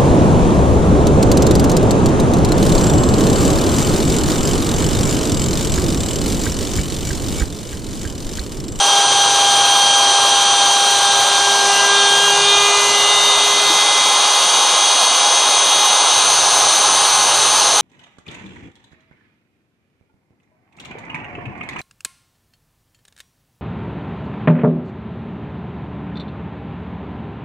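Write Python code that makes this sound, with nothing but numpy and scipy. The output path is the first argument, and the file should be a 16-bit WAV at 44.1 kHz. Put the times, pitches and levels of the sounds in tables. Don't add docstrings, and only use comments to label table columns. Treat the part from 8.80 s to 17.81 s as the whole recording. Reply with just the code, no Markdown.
import sys
import numpy as np
from scipy import signal
from scipy.io import wavfile
from scipy.ndimage import uniform_filter1d

SR = 44100
rng = np.random.default_rng(int(sys.argv[2]) if len(sys.argv) > 2 else 0)


def amplitude_ratio(level_db):
    exponent = np.asarray(level_db, float) / 20
    return 10 ** exponent


def generate_wav(sig):
    pcm = np.round(np.clip(np.atleast_2d(sig).T, -1, 1) * 32767).astype(np.int16)
    wavfile.write(sys.argv[1], SR, pcm)


N = 397341
T = np.arange(N) / SR
SLOW = T[::100]
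MAINS_BEAT_HZ = 100


def evened(x):
    return x / np.sqrt(np.mean(x ** 2) + 1e-20)


def read(points, hz):
    f, value = np.transpose(points)
    return np.interp(np.log(hz + 1), np.log(f + 1), value)


def wander(per_s):
    knots = rng.standard_normal(N // 200 + 2)
    smooth = signal.lfilter([1], [1, -np.exp(-2 * np.pi * per_s * 200 / SR)], knots)
    return np.interp(np.arange(N) / 200, np.arange(len(knots)), evened(smooth))


def tone(turns, db, waver_db, per_s):
    level = amplitude_ratio(db + waver_db * wander(per_s))
    return level * np.sqrt(2) * np.sin(2 * np.pi * (turns + rng.random()))


def coloured(db_field):
    a, b = rng.standard_normal((db_field.shape[1], db_field.shape[0], 2)).T
    spectra = (a + 1j * b) * amplitude_ratio(db_field)
    return evened(signal.istft(spectra, nperseg=1024, noverlap=768)[1][:N])


def noise_grid():
    return N // 256 + 5, np.fft.rfftfreq(1024, 1 / SR)[:, None]


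def staged(values, at=T):
    # t/s, stage (0 deep with both flutes, 1 one flute biting, 2 skimming, 3 running free)
    stage = [(0, 0), (2.4, 0.06), (2.82, 0.36), (2.95, 1.53), (3.3, 0.6), (4.3, 1.2), (5.4, 1.87), (6.1, 2),
             (7.1, 2), (7.7, 3), (9.01, 3)]
    progress = np.interp(at, *np.transpose(stage))
    return np.interp(progress, np.arange(len(values)), values)


def order_db(multiple):
    # multiple of the shaft speed, then rms level/dB in each of the four stages
    order_levels = [(1, -37, -31.5, -41.5, -42), (2, -19.5, -28.5, -29, -31.5), (3, -51, -28.5, -33, -33),
                    (4, -28, -32.5, -36.5, -33.5), (5, -52, -32, -33.5, -37), (6, -39, -30, -33.5, -38.5),
                    (7, -36.5, -27, -31, -40), (8, -19.5, -22.5, -23, -36), (9, -34, -20.5, -24, -30),
                    (10, -35.5, -31, -34, -30.5), (11, -32, -32, -33, -29.5), (12, -37, -38, -35, -54),
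                    (13, -42, -42, -35, -34), (14, -37, -35, -40, -39), (17, -46, -39, -41, -35),
                    (18, -52, -46, -48, -46), (15, -22.5, -23, -20.5, -20.5), (16, -36.5, -40, -32, -36),
                    (22, -28, -30, -25.5, -23.5)]
    # centre t/s, time from there to 1/e of the change/s,
    # multiple of the shaft speed, change/dB
    swells = [(0, .4, 10, -8), (0, 0.49, 11, -8), (0.503, 0.11, 8, -3.5), (1.08, .12, 1, -10),
              (1.104, 0.26, 8, 2), (2.2, 0.37, 5, 8), (2.2, .25, 10, 7), (2.4, 0.22, 8, -4.5),
              (2.45, 0.3, 1, 1.5), (2.6, 0.33, 15, -3), (2.8, .06, 2, -3), (2.93, .12, 2, 8.5),
              (2.92, 0.18, 9, -14), (2.95, .15, 6, -6), (3.05, .35, 13, 6), (3.2, .15, 7, -1),
              (3.35, 0.22, 10, -8), (3.42, .07, 11, -14), (3.6, 0.97, 1, 7.5), (3.65, .2, 12, 4),
              (2.55, 0.082, 9, 9), (2.497, 0.49, 4, 2.5), (2.7, 0.19, 7, -1.5), (2.85, .12, 8, -8),
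              (2.964, .07, 7, 7), (3.206, 0.13, 9, 3), (3.02, .15, 4, 4), (3.25, 0.5, 4, 11),
              (3.414, 0.13, 8, 5.5), (3.48, 0.037, 9, -13), (3.65, .06, 15, -14), (3.55, 0.34, 15, -7),
              (3.75, 0.44, 16, 13), (3.52, 0.16, 7, 7), (3.57, 0.049, 8, -11), (3.1, .2, 3, 2.5),
              (3.75, 0.27, 3, 7), (3.72, 0.08, 9, 6.5), (3.8, .1, 8, 2), (3.8, 0.27, 6, 8.5),
              (4.1, .25, 10, 2), (4.094, 0.12, 18, 15), (4.015, 0.12, 8, -13), (4.06, .13, 9, -13),
              (4.196, 0.49, 5, 8.5), (4.04, 0.08, 7, -1), (4.3, 0.26, 7, 7), (4.35, 0.18, 6, -20),
              (4.407, .18, 8, -9), (4.425, 0.14, 9, 6), (4.5, .2, 17, 6), (4.55, 0.32, 16, -9),
              (4.65, 0.27, 4, -3), (4.62, 0.38, 2, -6), (4.95, 0.12, 7, -31), (4.85, 0.25, 1, 4.5),
              (5.1, 0.59, 15, -4.5), (5.052, 0.38, 5, 6), (5.1, 0.4, 9, 2), (6.2, 0.27, 1, -6),
              (7.35, 0.16, 7, 5)]
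    level = staged(next(row[1:] for row in order_levels if row[0] == multiple), SLOW)
    for s, half, k, db in swells:
        if k == multiple:
            level = level + db * np.exp(-((SLOW - s) / half) ** 2)
    return np.interp(T, SLOW, level)


def shaft_turns():
    # t/s, f/Hz
    speed = [(0, 401.8), (1.8, 401.6), (2.4, 401.1), (2.68, 400.7), (2.94, 400.6), (3.07, 401),
             (3.33, 402.6), (3.59, 404.4), (3.85, 406), (4.24, 407.8), (4.63, 409.4), (5.02, 410.6),
             (5.28, 411.1), (5.73, 411.8), (6.39, 412.3), (7.05, 412.8), (8.04, 413.2), (9.01, 413.3)]
    tremble_hz = 0.12 * wander(8)
    return np.cumsum(np.interp(T, *np.transpose(speed)) + tremble_hz) / SR


def shaft_orders(turns):
    # multiple of the shaft speed, rms level/dB
    faint = [(19, -50), (20, -42), (21, -48), (23, -60), (27, -47.5), (30, -51)]
    strong = sum(tone(k * turns, order_db(k), 1.0, 3.8) for k in range(1, 10))
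    return strong + sum(tone(k * turns, db, 1.6, 3) for k, db in faint)


def rotor(turns):
    fan_blades, bars = 15, 22
    housing_orders = (10, 11, 12, 13, 14, 16, 17, 18)
    side_tones = [(-48, -38, -31, -27.5), (-34, -29.5, -35.5, -37)]
    under_db, over_db = map(staged, side_tones)
    fan_turns, beat = fan_blades * turns, MAINS_BEAT_HZ * T
    fan = tone(fan_turns, order_db(fan_blades), 0.68, 9.6)
    sides = tone(fan_turns - beat, under_db, 1.5, 4.5) + tone(fan_turns + beat, over_db, 1.5, 4)
    commutator = tone(bars * turns, order_db(bars), 0.93, 6.9)
    housing = sum(tone(k * turns, order_db(k), 2.2, 2.3) for k in housing_orders)
    return fan + commutator + sides + housing


def bearing(turns):
    # multiple of the shaft speed, width/Hz, rms level/dB cutting deep, rms level/dB later
    whistles = [(2.0, 28, -45, -30), (2.562, 24, -33, -28.5), (3.58, 7, -45, -39), (5.58, 6, -45, -40),
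                (7.76, 20, -32, -50), (7.94, 6, -30, -50), (8.94, 6, -30, -50), (9.94, 6, -35, -50)]
    out = np.zeros(N)
    for multiple, width_hz, *stage_db in whistles:
        pole = np.exp(-np.pi * width_hz / SR)
        a, b = signal.lfilter([1], [1, -pole], rng.standard_normal((2, N)))
        band = ((a + 1j * b) * np.exp(2j * np.pi * multiple * turns)).real
        out += amplitude_ratio(staged(stage_db)) * evened(band)
    return out


def roar(turns):
    # f/Hz, level/dB per Hz
    air = [(60, -31.5), (130, -26.5), (300, -17), (600, -5), (900, -.5), (1250, -2.5), (1600, -10.5),
           (2050, -15.5), (2550, -10.5), (3000, -5.5), (4300, -4.5), (5150, -13), (7300, -13), (9000, -15),
           (10300, -20), (13500, -25.5)]
    # f/Hz, width at -6 dB/Hz, level/dB cutting deep, level/dB running light
    rings = [(831, 29, -16.5, 4), (3160, 120, -1, -11), (3840, 150, -2.5, -6.5), (6190, 920, -4.5, -4.5),
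             (200, 62, -12.5, -31.5)]
    roar_db = (-15.5, -16, -15, -14.5)
    easing = (.2, .4, .45, .9)
    frames, hz = noise_grid()
    eased = staged(easing)
    share = np.clip(eased[np.minimum(np.arange(frames) * 256, N - 1)], 0, 1)
    power = amplitude_ratio(2 * read(air, hz))
    for f, width, deep_db, light_db in rings:
        ring_db = deep_db + share * (light_db - deep_db)
        power = power + amplitude_ratio(2 * ring_db) / (1 + (2 * (hz - f) / width) ** 2) ** 2
    patches = rng.standard_normal((frames, len(hz))).T
    patches = evened(uniform_filter1d(uniform_filter1d(patches, 10, 0), 12, 1))
    brighter_db = 0.69 * share * np.clip(hz / 9000, 0, 1)
    pulse = 1 + 0.054 * np.cos(2 * np.pi * turns) + 0.07 * np.cos(2 * np.pi * MAINS_BEAT_HZ * T)
    return amplitude_ratio(staged(roar_db)) * pulse * coloured(10 * np.log10(power) + brighter_db + 0.77 * patches)


def table_rumble():
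    rumble_db = (-45.5, -44.5, -45.5, -50)
    # start t/s, end t/s
    feed_pause = (4.9, 7.08)
    # f/Hz, rms level/dB against the common level
    hums = [(100, -10)]
    pause_db, pause_edge_s = -22, 0.1
    inside_s = np.minimum(T - feed_pause[0], feed_pause[1] - T)
    resting = np.clip(inside_s / pause_edge_s + 0.5, 0, 1)
    frames, hz = noise_grid()
    low = coloured(-12 * np.log2((hz + 1) / 130) ** 2 + np.zeros(frames))
    hum = sum(tone(f * T, db, 2.2, 3.3) for f, db in hums)
    return amplitude_ratio(staged(rumble_db) + pause_db * resting) * (0.4 * low + hum)


def steppers():
    # start t/s, end t/s, f/Hz, rms level/dB
    notes = [(-.1, 1.9, 300, -47), (.2, 0.96, 126, -45.5), (1.05, 1.95, 127.6, -50), (2.1, 2.8, 127.3, -49),
             (2.65, 3, 229.7, -44), (2.88, 3.4, 212, -47), (3.28, 3.74, 167, -43.5),
             (3.5, 3.86, 130.6, -47), (3.95, 5.3, 130, -51), (4.1, 4.4, 200, -51), (7.3, 9.1, 131, -47)]
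    out = np.zeros(N)
    for start, end, hz, db in notes:
        held = np.clip(np.minimum(T - start, end - T) / 0.04, 0, 1)
        out += held * tone(hz * T, db, 0.91, 3.3)
    return out


def knock():
    thud = [4.898, 325, -19, .13]
    s, hz, db, t60 = thud
    t = np.maximum(T - s, 0)
    attack = np.minimum(t / 0.008, 1)
    return amplitude_ratio(db - 60 * t / t60) * attack * np.sin(2 * np.pi * hz * t)


def scene():
    turns = shaft_turns()
    router = shaft_orders(turns) + rotor(turns) + bearing(turns) + roar(turns)
    mono = router + table_rumble() + steppers() + knock()
    return np.array([mono, mono])


def top_cut(x):
    return signal.sosfilt(signal.butter(12, 13650, fs=SR, output="sos"), x)


def record(dry):
    # f/Hz, level/dB per band
    faintest = [(60, -60), (130, -57), (220, -55), (330, -63), (9000, -66), (10000, -58.5), (11500, -56.5),
                (13500, -56)]
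    thin = signal.sosfilt(signal.butter(4, 80, "high", fs=SR, output="sos"), dry)
    overloaded = 1.4 * np.tanh(thin / 1.4)
    window = np.sqrt(signal.windows.hann(2048, sym=False))
    hz, s, z = signal.stft(overloaded, SR, window, 2048, 1024)
    band_db = 10 * np.log10(uniform_filter1d(abs(z) ** 2, size=3, axis=1) + 1e-20)
    drift_db = np.interp(s, T, wander(3))
    bar_db = read(faintest, hz)[:, None] + drift_db
    kept = signal.istft(z * (band_db > bar_db), SR, window, 2048, 1024)[1]
    hiss = signal.lfilter([0.01], [1, -0.99], amplitude_ratio(-55) * rng.standard_normal(N))
    return top_cut(kept[:, :N] + hiss)


dry = scene()
out = record(dry)
generate_wav(out)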